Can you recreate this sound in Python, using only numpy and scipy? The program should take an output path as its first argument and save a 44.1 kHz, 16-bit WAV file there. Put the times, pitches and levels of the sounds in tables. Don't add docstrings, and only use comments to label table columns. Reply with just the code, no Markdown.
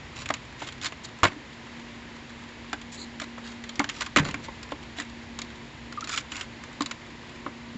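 import sys
import numpy as np
from scipy import signal
from scipy.fft import rfft, irfft, next_fast_len
from scipy.io import wavfile
from scipy.ndimage import uniform_filter1d

SR = 44100
rng = np.random.default_rng(int(sys.argv[2]) if len(sys.argv) > 2 else 0)


def pcm_store(signal):
    levels = np.round(np.clip(np.atleast_2d(signal), -1, 1) * 32767)
    wavfile.write(sys.argv[1], SR, levels.astype(np.int16).T)


N = 342965
RING = np.arange(int(.2 * SR)) / SR


def undb(db):
    return 10 ** (np.asarray(db) / 20)


def unit(x):
    return x / np.sqrt(np.mean(x ** 2) + 1e-20)


def colour_db(hz, points):
    f, db = np.transpose(points)
    return np.interp(np.log(np.maximum(hz, 1)), np.log(f), db)


def bump(f, hz, width_hz):
    return np.exp(-((f - hz) / width_hz) ** 2)


def fade(t, t60):
    return np.exp(-np.log(1000) * t / np.maximum(t60, .005))


def add(track, s, sound):
    i = max(int(s * SR), 0)
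    part = track[i:i + len(sound)]
    part += sound[:len(part)]


def shaped(x, gain):
    size = next_fast_len(x.shape[-1] + len(RING))
    hz = np.arange(size // 2 + 1) * SR / size
    return irfft(rfft(x, size) * gain(hz), size)[..., :x.shape[-1]]


def walk(rate):
    t = np.arange(N) / SR * rate
    count = int(t[-1]) + 2
    return 0.77 * np.interp(t, np.arange(count), rng.standard_normal(count))


def fan(air_db=-45, flutter_db=1, deep_hz=170, hiss_db=0.75):
    # time in seconds, level in dB.
    hum_level = [(0.0, -57), (0.65, -62), (0.84, -56), (1.51, -55), (1.93, -48), (2.03, -50), (2.86, -50),
                 (3.1, -46.5), (3.66, -46), (3.94, -54), (4.35, -52.5), (4.72, -53.5), (5.2, -48),
                 (5.87, -49.5), (6.08, -55), (6.41, -57.5), (6.84, -51), (7.78, -49)]
    # pitch in Hz, level in dB against the hum level.
    blade_tones = [(234.8, 1), (63.6, -15), (361, -13), (197.5, -16.5)]
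    # frequency in Hz, relative density in dB per Hz.
    air_spectrum = [(15, -59), (25, -22.5), (60, -8.5), (92, -10), (129, -8), (204, -19.5), (236, -1),
                    (260, -11.5), (356, -14.5), (421, -19.5), (487, -17.5), (619, -20.5), (2070, -20),
                    (7090, -30.5), (8000, -46), (10400, -72), (17600, -120)]
    # centre in Hz, width in Hz, lift in dB.
    room_colour = [(241.4, 17.6, -7), (273, 130, 1), (966, 97, 3.5), (1346, 190, -2.5), (1980, 260, 2),
                   (6080, 1370, -6), (7100, 530, 2)]
    # frequency in Hz, side against mid in dB.
    air_spread = [(60, -33), (250, -50), (500, -17), (900, -34.5), (1560, -14), (2700, -27.5),
                  (4600, -46.5), (8000, -34)]
    # time in seconds, lift in dB.
    deep_level = [(0, 5), (0.45, 2.5), (1.6, -2), (2.9, 0.5), (3.5, -3), (4.2, 4.5), (4.9, 0), (6.6, 1),
                  (7.2, -1), (7.78, 1.5)]

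    t = np.arange(N) / SR
    hum_db = np.interp(t, *np.transpose(hum_level))
    turns = np.cumsum(1 + 0.0028 * walk(4.04)) / SR
    hum = np.zeros(N)
    for hz, db in blade_tones:
        hum += undb(db + flutter_db * walk(16)) * np.sqrt(2) * np.sin(2 * np.pi * hz * turns)

    def air_gain(f):
        colour = sum(db * bump(f, hz, width) for hz, width, db in room_colour)
        return undb(colour_db(f, air_spectrum) + colour)

    mid, side = unit(shaped(rng.standard_normal((2, N)), air_gain))
    side = shaped(side, lambda f: undb(colour_db(f, air_spread)))
    deep = shaped(mid, lambda f: 1 / (1 + (f / deep_hz) ** 8))
    hiss = mid - deep + np.array([[1], [-1]]) * side
    hiss = hiss * undb(hiss_db + .5 * walk(8.1))
    air = hiss + deep * undb(np.interp(t, *np.transpose(deep_level)))
    return undb(air_db) * air + hum * undb(hum_db)


def room(x, wet_db=-15, t60_s=0.17, width=0.19, right_db=1.5, early_db=-13):
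    apart = np.array([[-1], [1]])
    mid, side, early = rng.standard_normal((3, len(RING))) * fade(RING, t60_s)
    side = width * shaped(side, lambda f: f / (f + 600))
    tail = (mid + apart * side) * (1 - np.exp(-(RING / 0.0061) ** 2))
    tail = tail / np.sqrt(np.sum(tail[0] ** 2))
    tail = shaped(tail, lambda f: 1 / np.sqrt(1 + (f / 4500) ** 2))

    def lean_gain(f):
        return (undb(right_db / 2) - 1) * np.exp(-np.log2((f + 1) / 2100) ** 2 / 1.1)

    def glance_gain(f):
        return f ** 3 / (f ** 3 + 850 ** 3) / np.sqrt(1 + (f / 5000) ** 2)

    lean = shaped(x, lean_gain)
    early = early * fade(RING, .02)
    early = early / np.sqrt(np.sum(early ** 2))
    glance = shaped(signal.fftconvolve(x, early)[:N], glance_gain)
    wet = signal.fftconvolve(x[None], tail, axes=1)[:, :N]
    return x + apart * (lean + undb(early_db) * glance) + undb(wet_db) * wet


def shell_modes(count=420, spread_s=0.00075, hold_s=0.28):
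    # frequency in Hz, level in dB.
    shell_response = [(300, -8), (450, -8.5), (620, -0.5), (800, -4), (1100, 3), (1500, 1), (2000, 0.5),
                      (2600, -1), (3700, -1), (5200, -7.5), (6200, -8), (7100, -3.5), (8200, -17.5)]
    # pitch in Hz, width in Hz, lift in dB.
    shell_peaks = [(1052, 29, 4), (1283, 31, 1.5), (2000, 18, 2.5), (2166, 33, 4.5), (3513, 21, 3.5),
                   (7100, 110, 4)]
    hz = 300 + (np.arange(count) + rng.random(count)) * 8000 / count
    db = colour_db(hz, shell_response) + sum(lift * bump(hz, f, w) for f, w, lift in shell_peaks)
    slow = 1500 / hz[:, None]
    swell = 1 - np.exp(-RING / (spread_s * slow ** 1.2))
    turn = 2 * np.pi * hz[:, None] * RING + rng.uniform(0, 2 * np.pi, (count, 1))
    return hz, db, np.sin(turn) * swell * fade(RING, hold_s * slow ** 0.94)


def strike(modes, tilt_db, spot_hz, t60, spot_db=7.5, spot_octaves=0.26, patchy_db=2.5, size=7):
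    hz, db, waves = modes
    spot = spot_db * np.exp(-(np.log2(hz / spot_hz) / spot_octaves) ** 2)
    lobes = patchy_db * np.sqrt(size) * uniform_filter1d(rng.standard_normal(len(hz)), size)
    push = undb(db + tilt_db * np.log2(hz / 1500) + spot + lobes)
    ring = (push * rng.choice([-1, 1], len(hz))) @ waves
    ring = ring * fade(RING, t60)
    return ring / np.sqrt(np.mean(ring[:int(.008 * SR)] ** 2))


def boom(hz, t60, rise_s):
    return 2 * np.sin(2 * np.pi * hz * RING) * fade(RING, t60) * (1 - np.exp(-RING / rise_s))


def blow(modes, db, tilt_db, spot_hz, air_db, t60, cavity_hz=289, cavity_t60_s=0.078):
    shell = undb(db) * strike(modes, tilt_db, spot_hz, t60)
    return shell + undb(air_db) * boom(cavity_hz, cavity_t60_s, 0.0012)


def patter(modes, count=60, patter_db=-51):
    out = np.zeros(N)
    for when, size, hard in rng.random((count, 3)):
        touch = strike(modes, 5 * hard - 3, 900 * 4 ** hard, 0.054)
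        add(out, when * N / SR, undb(patter_db + 3.6 * size) * touch)
    return out


def fur(start_s=2.965, length_s=0.095, fur_db=-42.0, grain_db=3):
    n = int(length_s * SR)
    noise = rng.standard_normal(N)[:n]
    hiss = shaped(noise, lambda f: bump(f, 4200, 450) + 0.36 * bump(f, 7000, 800))
    brush = unit(hiss * undb(grain_db * walk(250)[:n]))
    out = np.zeros(N)
    add(out, start_s, undb(fur_db) * brush * np.sin(np.pi * np.arange(n) / n))
    return out


def squeaks(sag=0.084, judder=0.66):
    # start in seconds, length in seconds,
    # middle pitch in Hz, level in dB before the uneven grip.
    skids = [(5.971, 0.026, 1195, -31), (6.02, 0.017, 1340, -33.5), (6.08, 0.034, 1195, -45),
             (6.13, 0.04, 1300, -38)]
    out = np.zeros(N)
    grip = 1 + judder * walk(300)
    for s, length, hz, db in skids:
        u = np.linspace(0, 1, int(length * SR))
        tone = np.sin(2 * np.pi * np.cumsum(hz * (1 + sag * (.5 - u))) / SR)
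        add(out, s, undb(db) * np.sqrt(2) * tone * np.sin(np.pi * u) ** 2)
    return out * grip


def rumble(start_s=4.215, t60=0.82, rumble_db=-33, centre_hz=150):
    t = np.arange(int(.6 * SR)) / SR

    def roll_gain(f):
        return f * centre_hz / (f ** 2 + centre_hz ** 2) / (1 + (f / 550) ** 4)

    roll = unit(shaped(rng.standard_normal(len(t)), roll_gain))
    out = np.zeros(N)
    add(out, start_s, undb(rumble_db) * roll * fade(t, t60) * (1 - np.exp(-t / 0.0031)))
    return out


def thuds(reach_octaves=0.37):
    # time in seconds, level of the push in dB,
    # pitch that the push favours in Hz.
    landings = [(1.231, -24.5, 92), (1.233, -22, 420), (1.255, -30.5, 180), (3.795, -29.5, 220),
                (4.166, -29.5, 560), (4.172, -24.5, 205), (4.201, -20, 143), (4.288, -33, 183),
                (7.755, -35, 217)]
    # pitch in Hz, level in dB, t60 in seconds.
    flex_modes = [(68, -2, 0.15), (99.5, -0.5, 0.14), (149, 0, 0.11), (180, -3, 0.11), (220, 0.5, 0.11),
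                  (355, -4, 0.19), (492, -0.5, 0.11), (560, 1, 0.064)]
    out = np.zeros(N)
    for s, db, push_hz in landings:
        flex = np.zeros(len(RING))
        for hz, mode_db, t60 in flex_modes:
            reach = np.exp(-(np.log2(hz / push_hz) / reach_octaves) ** 2)
            flex += undb(mode_db) * reach * boom(hz, t60, 0.0015)
        add(out, s, undb(db) * flex * (1 - RING / RING[-1]) ** .5)
    return out


def scrapes(modes, slips_per_s=200, spread_db=3, count=4):
    # start in seconds, length in seconds,
    # level in dB, tilt in dB per octave.
    drags = [(0.148, 0.093, -43.5, 1), (0.58, 0.12, -46, 1.5), (0.815, 0.073, -37.5, 2),
             (1.034, 0.028, -43.5, 6), (1.255, 0.031, -33.5, -3), (2.916, 0.048, -45.5, 9.5),
             (3.21, 0.037, -40, -1), (3.427, 0.12, -48, 1.5), (3.9, 0.18, -46, 2),
             (4.221, 0.095, -40.5, -3.5), (4.424, 0.043, -47.5, 5), (4.962, 0.079, -43, -0.5),
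             (6.075, 0.14, -37, 3), (6.301, 0.15, -43, 0)]
    out = np.zeros(N)
    for s, length, db, tilt_db in drags:
        n = int(length * SR)
        swell = np.sin(np.pi * (np.arange(n) + .5) / n) ** .5
        chance = rng.random((count, len(RING)))[:, :n]
        size = rng.standard_normal((count, len(RING)))[:, :n]
        slips = (chance < slips_per_s / SR) * undb(spread_db * size) * swell
        run = 0
        for claw in slips:
            run = run + signal.fftconvolve(claw, strike(modes, tilt_db, 1200 * 4 ** rng.random(), 0.027))
        add(out, s, undb(db) * run * np.sqrt(n / (np.sum(run ** 2) + 1e-9)))
    return out


def blows(modes):
    # time in seconds, level in dB, hardness as tilt in dB per octave, resonance of
    # the struck spot in Hz, boom of the air inside in dB, t60 of the added fade in seconds.
    heavy_knocks = [(0.302, -25.5, -8, 1600, -45, 0.027), (0.305, -22, -6.5, 780, -40, 0.025),
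                    (0.619, -32, -4.5, 900, -41.5, 0.056), (0.922, -37.5, -5, 2860, -62, 0.03),
                    (1.232, -13.5, -3, 1100, -28.5, 0.053), (1.239, -16, -2.5, 800, -38, 0.075),
                    (1.251, -16.5, -5, 1890, -32, 0.06), (1.319, -42, -5.5, 1820, -40, 0.05),
                    (1.362, -53, -24, 900, -40, 0.035), (2.73, -26.5, -3, 1480, -37, 0.056),
                    (3.216, -35, -4, 574, -38, 0.062), (3.379, -39, -7, 1200, -57, 0.061),
                    (3.794, -22, 1, 2000, -22, 0.025), (3.801, -21.5, -7.5, 1200, -56, 0.05),
                    (3.842, -29, -1.5, 1570, -39, 0.05), (4.008, -27.5, -0.5, 1420, -50, 0.083),
                    (4.062, -33.5, 0, 1140, -57, 0.088), (4.161, -14, -3, 2230, -25.5, 0.066),
                    (4.17, -17, -0.5, 2680, -21.5, 0.054), (4.184, -19.5, -3, 1850, -29, 0.069),
                    (4.195, -25.5, -2, 1700, -40, 0.09), (4.251, -32.5, -2, 1880, -49, 0.036),
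                    (4.287, -33.5, 0, 910, -44, 0.11), (4.342, -28.5, -3.5, 2170, -36.5, 0.047),
                    (4.484, -34, -8, 1000, -55, 0.071), (4.72, -29, -7, 536, -33.5, 0.036),
                    (4.985, -33.5, -3.5, 1960, -36.5, 0.041), (6.807, -25, -2, 1110, -25, 0.044),
                    (7.462, -29.5, -8, 1150, -34, 0.084)]
    # time in seconds, level in dB, resonance of the struck spot in Hz.
    claw_ticks = [(0.165, -42.5, 2200), (0.219, -42.5, 1300), (0.258, -33.5, 2640), (0.289, -32.5, 2000),
                  (0.339, -29.5, 2350), (0.672, -38.5, 3400), (0.687, -37.5, 3040), (0.723, -41.5, 1490),
                  (0.814, -38, 3500), (0.845, -30.5, 1990), (0.857, -28.5, 4200), (0.864, -31, 3700),
                  (1.047, -39.5, 4320), (2.814, -43.5, 3600), (3.199, -32.5, 1500), (3.639, -38.5, 1950),
                  (3.692, -35.5, 3670), (3.756, -41.5, 5030), (3.89, -31, 1890), (3.896, -30, 2760),
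                  (4.02, -29, 2030), (4.31, -38, 2880), (4.446, -43.5, 3850), (4.63, -40, 4870),
                  (4.999, -30.5, 1950), (5.389, -32.5, 1240), (5.417, -33.5, 4350), (5.924, -39, 1400),
                  (6.008, -38, 5740), (6.042, -35.5, 4600), (6.073, -36.5, 1190), (6.093, -33, 1410),
                  (6.136, -33.5, 1300), (6.146, -36.5, 2400), (6.175, -24, 3200), (6.319, -33.5, 2960),
                  (6.356, -36.5, 2470), (6.366, -36, 4600), (6.41, -31, 2970), (6.637, -41, 1400),
                  (6.82, -30.5, 4300), (6.86, -31.5, 4230), (6.911, -30.5, 2600)]
    claw_tilt_db, claw_boom_db, claw_t60_s = 2, -18, 0.057
    out = np.zeros(N)
    for s, *knock in heavy_knocks:
        add(out, s, blow(modes, *knock))
    for s, db, spot_hz in claw_ticks:
        add(out, s, blow(modes, db, claw_tilt_db, spot_hz, db + claw_boom_db, claw_t60_s))
    return out


def scene():
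    modes = shell_modes()
    ball = blows(modes) + scrapes(modes) + patter(modes) + thuds() + rumble() + squeaks() + fur()
    return room(ball) + fan()


def record(dry, top_hz=7900):
    rounded = np.tanh(1.104 * dry) / 1.094
    return signal.sosfilt(signal.ellip(10, .2, 70, top_hz, fs=SR, output="sos"), rounded)


dry = scene()
out = record(dry)
pcm_store(out)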